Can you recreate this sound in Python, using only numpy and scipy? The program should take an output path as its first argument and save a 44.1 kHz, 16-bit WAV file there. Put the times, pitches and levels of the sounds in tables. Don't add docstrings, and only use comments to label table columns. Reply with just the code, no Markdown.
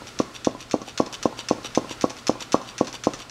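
import sys
import numpy as np
from scipy import signal
from scipy.fft import rfft, irfft, next_fast_len
from scipy.io import wavfile
from scipy.ndimage import map_coordinates

SR = 44100
rng = np.random.default_rng(int(sys.argv[2]) if len(sys.argv) > 2 else 0)


def pcm_store(signal):
    levels = np.round(np.clip(np.atleast_2d(signal), -1, 1) * 32767)
    wavfile.write(sys.argv[1], SR, levels.astype(np.int16).T)


N = 145530

# puff time in seconds, pop level in dB, puff width in seconds, hoot level in dB,
# hoot pitch after its glide in Hz, hoot lead over the puff time in seconds.
VENT_POPS = [(0.2025, -3.5, 0.00042, -16, 1150, .003), (0.4724, -1.5, 0.00035, -25.5, 1100, 0.0035),
             (0.7421, -2.5, 0.00034, -23.5, 1126, 0.0076), (1.0029, -1, 0.00033, -16.5, 1114, 0.005),
             (1.2571, -1, 0.00032, -21.5, 1085, 0.0032), (1.5117, -1, 0.00031, -23.5, 1103, 0.0078),
             (1.776, -1, 0.00033, -24.5, 1055, 0.0027), (2.0425, -1.5, 0.00035, -16.5, 1120, 0.0038),
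             (2.2958, -1, 0.00032, -21, 1154, 0.0038), (2.5449, 0.5, 0.00031, -10.5, 1133, 0.0029),
             (2.8116, -1, 0.00034, -21, 1106, 0.0058), (3.0712, -1, 0.00031, -24, 1055, 0.0018)]


def amp(db):
    return 10 ** (np.asarray(db) / 20)


def unit(x):
    return x / np.sqrt(np.mean(x ** 2) + 1e-20)


def along(points, hz):
    point_hz, values = np.transpose(points)
    return np.interp(np.log(hz + 1), np.log(point_hz + 1), values)


def filtered(x, response):
    m = next_fast_len(N + SR // 2)
    spectrum = rfft(x, m) * response(np.fft.rfftfreq(m, 1 / SR))
    return irfft(spectrum, m)[..., :N]


def bandpass(hz, centre_hz, width_hz):
    return 1j * hz * width_hz / (centre_hz ** 2 - hz * hz + 1j * hz * width_hz)


def resonances(peaks):
    def bank(hz):
        return np.array([(-1) ** k * amp(db) * bandpass(hz, centre_hz, width_hz)
                         for k, (centre_hz, width_hz, db) in enumerate(peaks)])

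    unit_blow = np.arange(N) == 0
    top = np.abs(filtered(unit_blow, bank).sum(0)).max()
    return lambda hz: bank(hz) / top


def ringing(x, peaks):
    contact_hz = 10260
    rung = filtered(x, resonances(peaks)).sum(0)
    return filtered(rung, lambda hz: 1 / (1 + 1j * hz / contact_hz) ** 4)


def blows(rows, db):
    x = np.zeros(N)
    for s, level_db in rows:
        x[round(s * SR)] += amp(level_db + db)
    return x


def grit(rate_per_s, clump_db, count):
    clump_rate_hz = 540
    own = 0.43
    z = rng.standard_normal((count + 1, N)) * (rng.random((count + 1, N)) < rate_per_s / SR)
    clumps = map_coordinates(rng.standard_normal(N // 40), [np.arange(N) * clump_rate_hz / SR])
    contacts = np.sqrt(own) * z[1:] + np.sqrt(1 - own) * z[0]
    return unit(amp(clump_db * clumps) * contacts)


def shop():
    # frequency in Hz, relative density in dB per Hz.
    spectrum = [(15, -39), (25, -0.5), (152, -2.5), (390, -1.5), (1000, -8.5), (1080, -10.5), (1380, -2),
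                (1540, -8.5), (3550, -13), (4280, -11.5), (7540, -18.5), (15600, -38)]
    # time in seconds, rms level in dB.
    noise_level = [(0.0, -43), (0.63, -47.5), (1.96, -43), (2.4, -46.5), (2.47, -45.5), (3.04, -46),
                   (3.15, -45), (3.3, -48)]
    # frequency in Hz, nominal level in dB.
    hum_tones = [(119, -53.5), (238, -58.5)]
    t = np.arange(N) / SR
    noise = unit(filtered(rng.standard_normal(N), lambda hz: amp(along(spectrum, hz))))
    waver = map_coordinates(rng.standard_normal(40), [t * 8])
    hum = sum(amp(db + 1.5 + 2 * waver) * np.sin(2 * np.pi * hz * t) for hz, db in hum_tones)
    return amp(np.interp(t, *np.transpose(noise_level))) * noise + hum


def room(x):
    # frequency in Hz, 60 dB decay time in seconds.
    wall_t60 = [(150, 0.57), (500, 0.26), (1200, 0.99), (3000, 0.74), (6000, 0.28), (12000, 0.6)]
    step, shift, delay = SR // 4, 3000, 350
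    out = np.zeros(N + SR)
    for i in range(0, N, step):
        hz, t, z = signal.stft(rng.standard_normal(SR // 2), SR, nperseg=256)
        decay = amp(-60 * t / along(wall_t60, hz)[:, None])
        tail = signal.istft(z * decay, SR, nperseg=256)[1]
        start = max(i - shift, 0)
        wet = signal.fftconvolve(x[start:i + step - shift], tail / np.linalg.norm(tail))
        j = start + delay
        out[j:j + len(wet)] += wet
    return out[:N]


def valve():
    # time in seconds, relative level in dB.
    tick_rows = [(0.091, -37), (0.3431, -37), (0.4544, -42), (0.6125, -34), (0.7193, -42), (0.8764, -36),
                 (1.1278, -36), (1.2364, -50), (1.3848, -37), (1.644, -38), (1.9051, -52), (2.0183, -33),
                 (2.177, -42), (2.4114, -39), (2.6843, -43), (2.9362, -39), (3.0435, -44), (3.2004, -37)]
    tick_db, tick_hz, width_hz = 18, 10900, 2300
    once = ringing(blows(tick_rows, tick_db), [(tick_hz, width_hz, 0)])
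    return filtered(once, lambda hz: bandpass(hz, tick_hz, width_hz))


def slide():
    # middle in seconds, relative level in dB, Gaussian half length in seconds.
    stroke_rows = [(0.084, -40, 0.014), (0.36, -36, 0.012), (0.617, -37.5, 0.016), (.888, -34.5, 0.016),
                   (1.143, -31.5, 0.0099), (1.397, -31.5, 0.014), (1.658, -28.5, .01),
                   (1.914, -31.5, 0.016), (2.191, -38.5, 0.0095), (2.42, -30.5, 0.013), (2.687, -38, 0.023),
                   (2.95, -29, 0.0097), (3.209, -37.5, 0.021)]
    # time in seconds, level in dB.
    rattle_rows = [(0.0823, -30), (0.356, -31), (0.3606, -25), (0.6267, -24.5), (0.8859, -22.5),
                   (0.8944, -25), (1.1416, -19.5), (1.3977, -24), (1.6474, -30), (1.6516, -28),
                   (1.657, -26), (1.911, -29), (1.9236, -26), (2.1914, -29), (2.4238, -20), (2.4313, -33),
                   (2.6894, -22.5), (2.6988, -28.5), (2.9407, -32), (2.9504, -39), (3.2025, -25),
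                   (3.2191, -30.5)]
    # frequency in Hz, width in Hz, relative level in dB.
    barrel_peaks = [(1100, 370, -11), (1720, 660, -14), (2630, 390, -6), (3010, 155, -2), (3570, 300, -2.5),
                    (4670, 160, -2.5), (5740, 193, 0), (7380, 1750, -10.5), (9600, 1900, -17.5),
                    (11800, 700, -14.5)]
    slide_db, contacts_per_s, clump_db = -12.5, 1500, 3
    t = np.arange(N) / SR
    stroke = sum(amp(db + slide_db) * np.exp(-.5 * ((t - s) / half_s) ** 2)
                 for s, db, half_s in stroke_rows)
    scrape = stroke * grit(contacts_per_s, clump_db, count=len(barrel_peaks))
    return ringing(blows(rattle_rows, 0) + scrape, barrel_peaks)


def handle():
    # time in seconds, relative level in dB.
    clack_rows = [(0.07, -30.5), (0.189, -14.5), (0.4464, -14.5), (0.6053, -29), (0.6973, -37),
                  (0.7115, -16.5), (0.8165, -32.5), (0.8624, -41), (0.9762, -13.5), (1.0615, -25.5),
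                  (1.1269, -21), (1.2278, -15), (1.3753, -30), (1.486, -15), (1.6297, -33.5), (1.7494, -15),
                  (1.8941, -51), (2.0109, -16), (2.02, -28), (2.0976, -23), (2.1063, -42), (2.1666, -30.5),
                  (2.2689, -14.5), (2.2755, -24.5), (2.4057, -23.5), (2.5206, -13.5), (2.5264, -22.5),
                  (2.6155, -32), (2.7806, -16.5), (2.846, -30), (2.8701, -22.5), (2.878, -28),
                  (2.9278, -25), (3.037, -20), (3.0446, -23.5), (3.1036, -36), (3.1134, -48),
                  (3.1353, -21.5), (3.144, -35), (3.1916, -32), (3.2964, -24)]
    # frequency in Hz, width in Hz, relative level in dB.
    steel_peaks = [(1294, 370, -7), (1800, 1500, -7.5), (2650, 400, -3), (3544, 380, -5.5), (4340, 270, -1),
                   (5294, 346, 1.5), (5990, 265, 5), (6644, 690, -1.5), (8460, 2100, -12),
                   (9900, 1700, -16)]
    clack_db, pop_shake_db = 3, -28
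    chatter_db, chatter_t60_s, contacts_per_s, clump_db = -20, 0.1, 6000, 3.5
    hits = blows(clack_rows, clack_db) + blows([row[:2] for row in VENT_POPS], pop_shake_db)
    fade = amp(chatter_db - 60 * np.arange(SR // 5) / SR / chatter_t60_s)
    envelope = signal.fftconvolve(hits, fade)[:N]
    chatter = envelope * grit(contacts_per_s, clump_db, count=len(steel_peaks))
    return ringing(hits + chatter, steel_peaks)


def puffs(rows):
    pre_s, sag_s, cut_hz = .02, 0.00062, 114
    rise_s, t60_s, glide_hz, glide_s = 0.0012, 0.058, 144, 0.00067
    rough = .3
    overtone, overtone_db = 1.2, -14
    out = np.zeros(N + SR)
    u = np.arange(SR // 5) / SR - pre_s
    sag = np.exp(-np.arange(SR // 50) / SR / sag_s)
    for s, db, width_s, hoot_db, hoot_hz, lead_s in rows:
        slope = np.convolve(-u * np.exp(-.5 * (u / width_s) ** 2), sag)[:len(u)]
        v = np.maximum(u + lead_s, 0)
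        phase = 2 * np.pi * (hoot_hz * v + glide_hz * glide_s * np.exp(-v / glide_s))
        phase = phase + rough * np.cumsum(rng.standard_normal(len(u))) / 10
        tones = np.cos(phase - phase[slope.argmax()]) + amp(overtone_db) * np.sin(overtone * phase)
        hoot = (1 - np.exp(-v / rise_s)) * amp(-60 * v / t60_s) * tones
        i = round(s * SR) + SR // 2 - round(pre_s * SR)
        out[i:i + len(u)] += amp(db) * slope / slope.max() + amp(hoot_db) * hoot
    return filtered(out[SR // 2:][:N], lambda hz: 1j * hz / (cut_hz + 1j * hz) * hz / np.hypot(cut_hz, hz))


def piston():
    # hoot onset in seconds, relative level in dB.
    knock_rows = [(0.017, -32), (0.547, -30), (0.615, -41), (0.815, -30), (0.877, -33.5), (1.068, -31.5),
                  (1.128, -36.5), (1.324, -30), (1.387, -32), (1.582, -31.5), (1.646, -30), (1.844, -31.5),
                  (1.908, -27.5), (2.103, -32), (2.353, -32.5), (2.414, -32), (2.612, -30.5),
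                  (2.875, -32.5), (2.939, -33), (3.136, -32), (3.205, -40)]
    # one list of delays in seconds, one of signed gains.
    echo_delays_s = [.0031, .0038, .0051, .0058, .0077, .0113, .0147, .02]
    echo_gains = [0.14, 0.28, -0.11, 0.059, 0.12, -0.12, -0.058, 0.11]
    knock_db, hoot_db, hoot_hz = 6, -1.5, 975
    lag_s, width_s, spread = 0.00347, 0.00034, 0.147
    vary = np.exp(spread * rng.standard_normal((len(knock_rows), 2)))
    knocks = [(s + lag_s, db + knock_db, width_s * a, db + hoot_db, hoot_hz * b, lag_s)
              for (s, db), (a, b) in zip(knock_rows, vary)]

    def echoes(hz):
        return 1 + sum(g * np.exp(-2j * np.pi * hz * d) for d, g in zip(echo_delays_s, echo_gains))

    return filtered(puffs(VENT_POPS + knocks), echoes)


def scene():
    air_wet_db, metal_wet_db = -14.5, -11.5
    air = piston()
    metal = handle() + slide() + valve()
    wet = room(amp(air_wet_db) * air + amp(metal_wet_db) * metal)
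    return (air + metal + wet + shop())[None]


def record(dry):
    top_hz = 15757
    return filtered(np.clip(dry, -1, 1), lambda hz: hz < top_hz)


dry = scene()
out = record(dry)
pcm_store(out)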